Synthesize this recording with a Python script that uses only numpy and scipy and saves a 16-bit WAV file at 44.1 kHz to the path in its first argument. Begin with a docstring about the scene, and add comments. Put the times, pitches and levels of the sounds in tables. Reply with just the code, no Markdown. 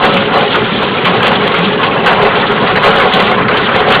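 """A screw press crushes nut shells in a factory, heard close to the hopper that feeds it.
From the start the drive rumbles and hums, the screw grinds and groans against its ringing steel barrel,
and shells crackle without pause. Now and then a hard shell splits, or a batch bursts and clatters on
the metal. The bursts hit harder from about 2 s to 3 s, and a last few come just before the end at 4 s.
All along, the sound is dull, with little above 4.6 kHz, and distorts on the peaks."""
import sys
import numpy as np
from scipy import signal
from scipy.fft import rfft, irfft
from scipy.io import wavfile

SR = 44100
rng = np.random.default_rng(int(sys.argv[2]) if len(sys.argv) > 2 else 0)


def store_pcm(level_fs):
    """Save levels as 16-bit WAV."""
    pcm = np.round(np.clip(level_fs, -1, 1) * 32767).astype(np.int16)
    wavfile.write(sys.argv[1], SR, np.atleast_2d(pcm).T)


N = 176400
TIME = np.arange(N) / SR
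SURGE_HZ = 23  # how fast the loudness flutters
FRAGMENTS_PER_S, FRAGMENT_SPREAD_DB = 2600, 2.9


def shells(clatter, snap):
    """Crushed shells crackle and knock; at each burst they snap and shower the steel with bits."""
    # how strongly shells are being crushed: (time [s], relative level [dB])
    feed = [(0, -13), (1.98, -13), (2.05, -15), (2.1, -9), (2.6, -13), (2.82, -11.5), (3.84, -10.5),
            (4, -11)]
    # strength of the bright part of the crackle: (time [s], relative level [dB])
    treble = [(0, -19), (1.26, -18.5), (1.4, -20), (2.7, -21), (3.16, -14.5), (3.46, -25.5), (3.48, -22),
              (4, -17)]
    # tone colour of the crackle: (frequency [Hz], relative level [dB])
    crackle_colour = [(300, -12.5), (600, -9.5), (950, 0.5), (1400, 4), (1750, 0), (2370, -2), (3300, 0),
                      (3750, -5.5), (4300, -17.5), (5000, -33.5)]
    # tone colour of bits hitting steel: (frequency [Hz], relative level [dB])
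    clatter_colour = [(400, -11), (750, -16), (1100, 0), (1500, 4), (1900, -6), (2600, -11), (4500, -39.5)]
    # tone colour of the shells' own snap: (frequency [Hz], relative level [dB])
    snap_colour = [(900, -43), (1700, -3.5), (2200, 1.5), (2800, 3), (3350, 2), (3800, -14), (4800, -19)]
    split_hz, top_hz = 2436, 3270  # borders between dull, bright and top
    dull, bright, top = (colour(clicks(per_s=2200, spread_db=1), crackle_colour) for _ in range(3))
    dull = keep_side(dull, split_hz, "low")
    bright = keep_side(keep_side(bright, split_hz, "high"), top_hz, "low")
    bright += from_db(3.5 * drift(SURGE_HZ)) * keep_side(top, top_hz, "high")  # the top flickers
    feed_db = in_time(feed)
    out = np.hypot(from_db(feed_db - 7.5), 0.24 * clatter) * knocks()  # louder during bursts
    for crackle, level_db in ((dull, feed_db - 6), (bright, in_time(treble) - 1.5)):
        out += from_db(level_db + 1.86 * drift(SURGE_HZ)) * rms_one(crackle)
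    on_steel = from_db(-6) * clatter * colour(fragments(), clatter_colour)
    breaking = from_db(-5) * snap * colour(fragments(), snap_colour)
    return out + on_steel + breaking


def bursts():
    """Batches of shells give way: three loudness curves that jump up, hold and die away."""
    # bursting batches, with relative levels:
    # (time [s], length [s], barrel ring [dB], clatter [dB], snap [dB])
    batches = [(0.021, 0.046, -14, -9, -10.5), (0.164, 0.011, -29.5, -10, -6.5),
               (0.391, 0.038, -13, -12.5, -17.5), (0.539, 0.023, -17, -7, -21),
               (1.046, 0.04, -11.5, -13, -9.5), (1.227, 0.062, -14, -10, -8.5),
               (1.314, 0.024, -15.5, -9, -14.5), (1.42, 0.027, -16.5, -25, -20),
               (1.538, 0.008, -30.5, -5.5, -13.5), (1.829, .012, -17.5, -6.5, -5.5),
               (2.060, 0.035, -12, -3.5, -10), (2.211, 0.0067, -5, -6, -20.5),
               (2.245, 0.016, -7.5, -15, -34), (2.669, 0.042, -13, -14, -16.5),
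               (2.755, 0.0094, -5, -6.5, -11.5), (2.831, 0.047, -7, -5, -11.5),
               (2.89, 0.15, -23.5, -9, -27), (3.002, 0.034, -12.5, -5, -18), (3.155, 0.09, -13, -18, -16),
               (3.539, 0.042, -35.5, -7, -16), (3.74, 0.0079, -7.5, -7, -25), (3.9, 0.033, -18, -4, -10),
               (3.948, 0.012, -17, -2, -27)]
    rise_s, decay_s = 0.0015, 0.014
    power = np.zeros((3, N))
    for start_s, length_s, *levels_db in batches:
        start = int(start_s * SR)
        age = TIME[start:][:SR // 2] - start_s
        shape = np.clip(age / rise_s, 0, 1) * np.exp(-np.maximum(age - length_s, 0) / decay_s)
        power[:, start:start + len(age)] += np.outer(from_db(levels_db), shape) ** 2
    return np.sqrt(power)


def fragments():
    """Breaking shell makes a dense run of clicks, many small and a few large."""
    return clicks(FRAGMENTS_PER_S, FRAGMENT_SPREAD_DB)


def knocks():
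    """Single shells hit the hopper and ring at random pitches; high ones die sooner."""
    per_s, low_hz, high_hz = 170, 798.4, 3290
    ring_cycles = 147  # vibrations it takes to fade by 60 dB
    out, age = np.zeros(N + SR), TIME[:SR // 10]
    for when, pitch, size, flip in rng.random((2000, 4))[:int(per_s * N / SR)]:
        hz = low_hz * (high_hz / low_hz) ** pitch
        db = 2.5 * min(-np.log(size), 3) - 60 * age * hz / ring_cycles
        ring = from_db(db) * np.sin(2 * np.pi * hz * age)
        out[int(when * N):][:len(age)] += ring * np.sign(flip - .5)
    return rms_one(out[:N])


def cracks():
    """A hard shell splits: a quick, fading run of tiny breaks rings around one pitch."""
    # hard shells splitting: (time [s], pitch [Hz], level [dB])
    splits = [(0.036, 1964, -12), (0.343, 2500, -26), (1.051, 2330, -11.5), (1.862, 2760, -20),
              (2.062, 1600, -12), (2.668, 2020, -13), (2.77, 1750, -9), (2.865, 1534, -17),
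              (3.191, 2000, -10.5), (3.264, 2680, -17), (3.479, 2080, -11.5), (3.568, 3050, -12.5),
              (3.918, 3150, -13)]
    peak_s = 0.0053
    out, age = np.zeros(N + SR), TIME[:SR // 10]
    shape = age / peak_s * np.exp(1 - age / peak_s)
    shape_rms = np.sqrt(np.mean(shape ** 2))
    for start_s, hz, db in splits:
        ring = resonate(fragments()[:len(age)] * shape, hz, width_hz=220)
        out[int(start_s * SR):][:len(age)] += from_db(db) * rms_one(ring) * shape_rms
    return out[:N]


def screw(jolts):
    """The drive shakes the barrel's low notes; the rubbing screw and bursts ring the higher ones."""
    # grinding load on the screw: (time [s], relative level [dB])
    load = [(0, -13.5), (.3, -18), (.41, -9.5), (.52, -18), (1.3, -17.5), (1.75, -17.5), (2.05, -14.5),
            (2.26, -14.5), (2.42, -16.5), (2.68, -13), (2.74, -22), (2.82, -12.5), (3.5, -18),
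            (3.77, -16.5), (4, -14)]
    split_hz = 472
    shaking = from_db(-18.5) * rms_one(keep_side(rng.standard_normal(N), split_hz, "low"))
    rubbing_db = in_time(load) - 1.5 + 4.2 * drift(SURGE_HZ)
    rubbing = from_db(rubbing_db) * clicks(per_s=1800, spread_db=-0.5)
    knocking = jolts * fragments()
    return barrel(shaking) + barrel(keep_side(rubbing + knocking, split_hz, "high"))


def barrel(force):
    """The steel rings at its own notes, as strongly as the force that pushes it."""
    # notes of the barrel and hopper: (pitch [Hz], width [Hz], relative level [dB])
    notes = [(375.3, 36, -2), (419.2, 19.5, 4.5), (445.7, 19.7, 1.5), (497, 21, 1.5), (551.4, 16.4, 4),
             (608, 70, -1), (660, 35.6, 0), (753.4, 21, 5), (810, 45, 1.5), (1092, 92, -5), (1306, 13, -9),
             (1419, 37, -10)]
    out = 0
    for k, (hz, width_hz, db) in enumerate(notes):
        delayed = np.roll(force, k * SR // 1000)  # each note is pushed 1 ms after the last
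        out = out + from_db(db) * resonate(delayed, hz, width_hz)
    return rms_one(out) * force.std()


def groans():
    """The screw sticks for a moment, and one note of the press swells and fades."""
    # groans of the press: (time [s], pitch [Hz], level [dB])
    swells = [(0.05, 756, -16.5), (0.085, 554, -18), (0.146, 554, -16), (0.152, 189.5, -13),
              (0.208, 553, -19), (1.101, 177, -19), (1.612, 176.5, -15), (1.664, 199, -17),
              (2.243, 408, -15), (2.518, 412, -13.5), (2.897, 440, -13), (2.991, 557, -14),
              (3.169, 763, -17), (3.247, 201.3, -19.5), (3.39, 180.5, -17), (3.773, 748, -16.5)]
    width_s = 0.023
    out = np.zeros(N)
    for peak_s, hz, db in swells:
        swell = np.exp(-((TIME - peak_s) / width_s) ** 2 / 2)
        out += from_db(db) * swell * tone(hz)
    return out


def drive():
    """The motor and gearbox make a fluttering rumble and a few wavering tones."""
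    # tone colour of the rumble: (frequency [Hz], relative level [dB])
    rumble_colour = [(25, -45), (62, -16), (85, -18), (105, -7.5), (155, -3), (210, 0.5), (250, -4),
                     (280, -8.5), (400, -17), (800, -54.5)]
    # motor and gear tones: (pitch [Hz], average level [dB])
    hum = [(177.6, -34.5), (299.5, -33.5), (552, -30.5)]
    out = from_db(-19.5 + 2.5 * drift(SURGE_HZ)) * colour(rng.standard_normal(N), rumble_colour)
    for hz, db in hum:
        out += from_db(db + 3.5 * drift(3.3)) * tone(hz)
    return out


def clicks(per_s, spread_db):
    """Clicks at random moments; a spread further from 0 makes their sizes more uneven."""
    sizes = from_db(spread_db * np.minimum(rng.exponential(1, N), 4))
    happens = rng.random(N) < per_s / SR
    return rms_one(happens * sizes * rng.choice([-1, 1], N))


def resonate(force, hz, width_hz):
    """Ring at one pitch; the smaller the width, the longer the ring."""
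    r = np.exp(-np.pi * width_hz / SR)
    feedback = [1, -2 * r * np.cos(2 * np.pi * hz / SR), r * r]
    return (1 - r * r) * signal.lfilter([1, 0, -1], feedback, force + 1e-18)


def tone(hz):
    """A pure tone whose pitch wanders slightly."""
    pitch_hz = hz * (1 + 0.0025 * drift(2.76))
    return np.sqrt(2) * np.sin(2 * np.pi * np.cumsum(pitch_hz) / SR)


def colour(x, spectrum):
    """Give a sound the tone colour in a table, at an average power of 1."""
    hz, db = np.transpose(spectrum)
    curve_db = np.interp(np.log(np.fft.rfftfreq(N, 1 / SR) + 1), np.log(hz), db)
    # a minimum-phase filter: it rings after each click, never before
    cepstrum = irfft(np.log(from_db(curve_db)), N)
    cepstrum[1:N // 2] *= 2
    cepstrum[N // 2 + 1:] = 0
    return rms_one(irfft(rfft(x) * np.exp(rfft(cepstrum)), N))


def keep_side(x, hz, side):
    """Keep the "low" or the "high" side of a frequency."""
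    return signal.sosfilt(signal.butter(4, hz, side, fs=SR, output="sos"), x)


def drift(hz):
    """A smooth random wobble of typical size 1, mostly slower than hz."""
    smoothing = 1 + (np.fft.rfftfreq(N, 1 / SR) / hz) ** 2
    return rms_one(irfft(rfft(rng.standard_normal(N)) / smoothing, N))


def in_time(rows):
    """Join (time, value) points with straight lines."""
    return np.interp(TIME, *np.transpose(rows))


def rms_one(x):
    """Scale to an average power of 1."""
    return x / np.sqrt(np.mean(x ** 2) + 1e-20)


def from_db(db):
    """Turn decibels into a number to multiply by."""
    return 10 ** (np.asarray(db) / 20)


def scene():
    """The press and its shells together, in one channel."""
    jolts, clatter, snap = bursts()
    return (drive() + screw(jolts) + shells(clatter, snap) + groans() + cracks())[None]


def record(dry):
    """The sound is dulled, and the loudest peaks are rounded off and clipped, with a faint high fizz."""
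    soft_limit, hard_limit, fizz_onset = 0.84, 0.92, 0.94
    treble_top_hz, cutoff_hz = 4594, 16000
    rounded = dry / (1 + (dry / soft_limit) ** 8) ** (1 / 8)
    dulled = signal.sosfilt(signal.cheby1(12, .2, treble_top_hz, fs=SR, output="sos"), rounded)
    clipped = np.clip(dulled, -hard_limit, hard_limit)
    overshoot = np.clip(dry, -fizz_onset, fizz_onset) - dry
    fizz = from_db(-20.5) * keep_side(overshoot, treble_top_hz, "high")
    return signal.sosfilt(signal.ellip(10, .05, 70, cutoff_hz, fs=SR, output="sos"), clipped + fizz)


dry = scene()
out = record(dry)
store_pcm(out)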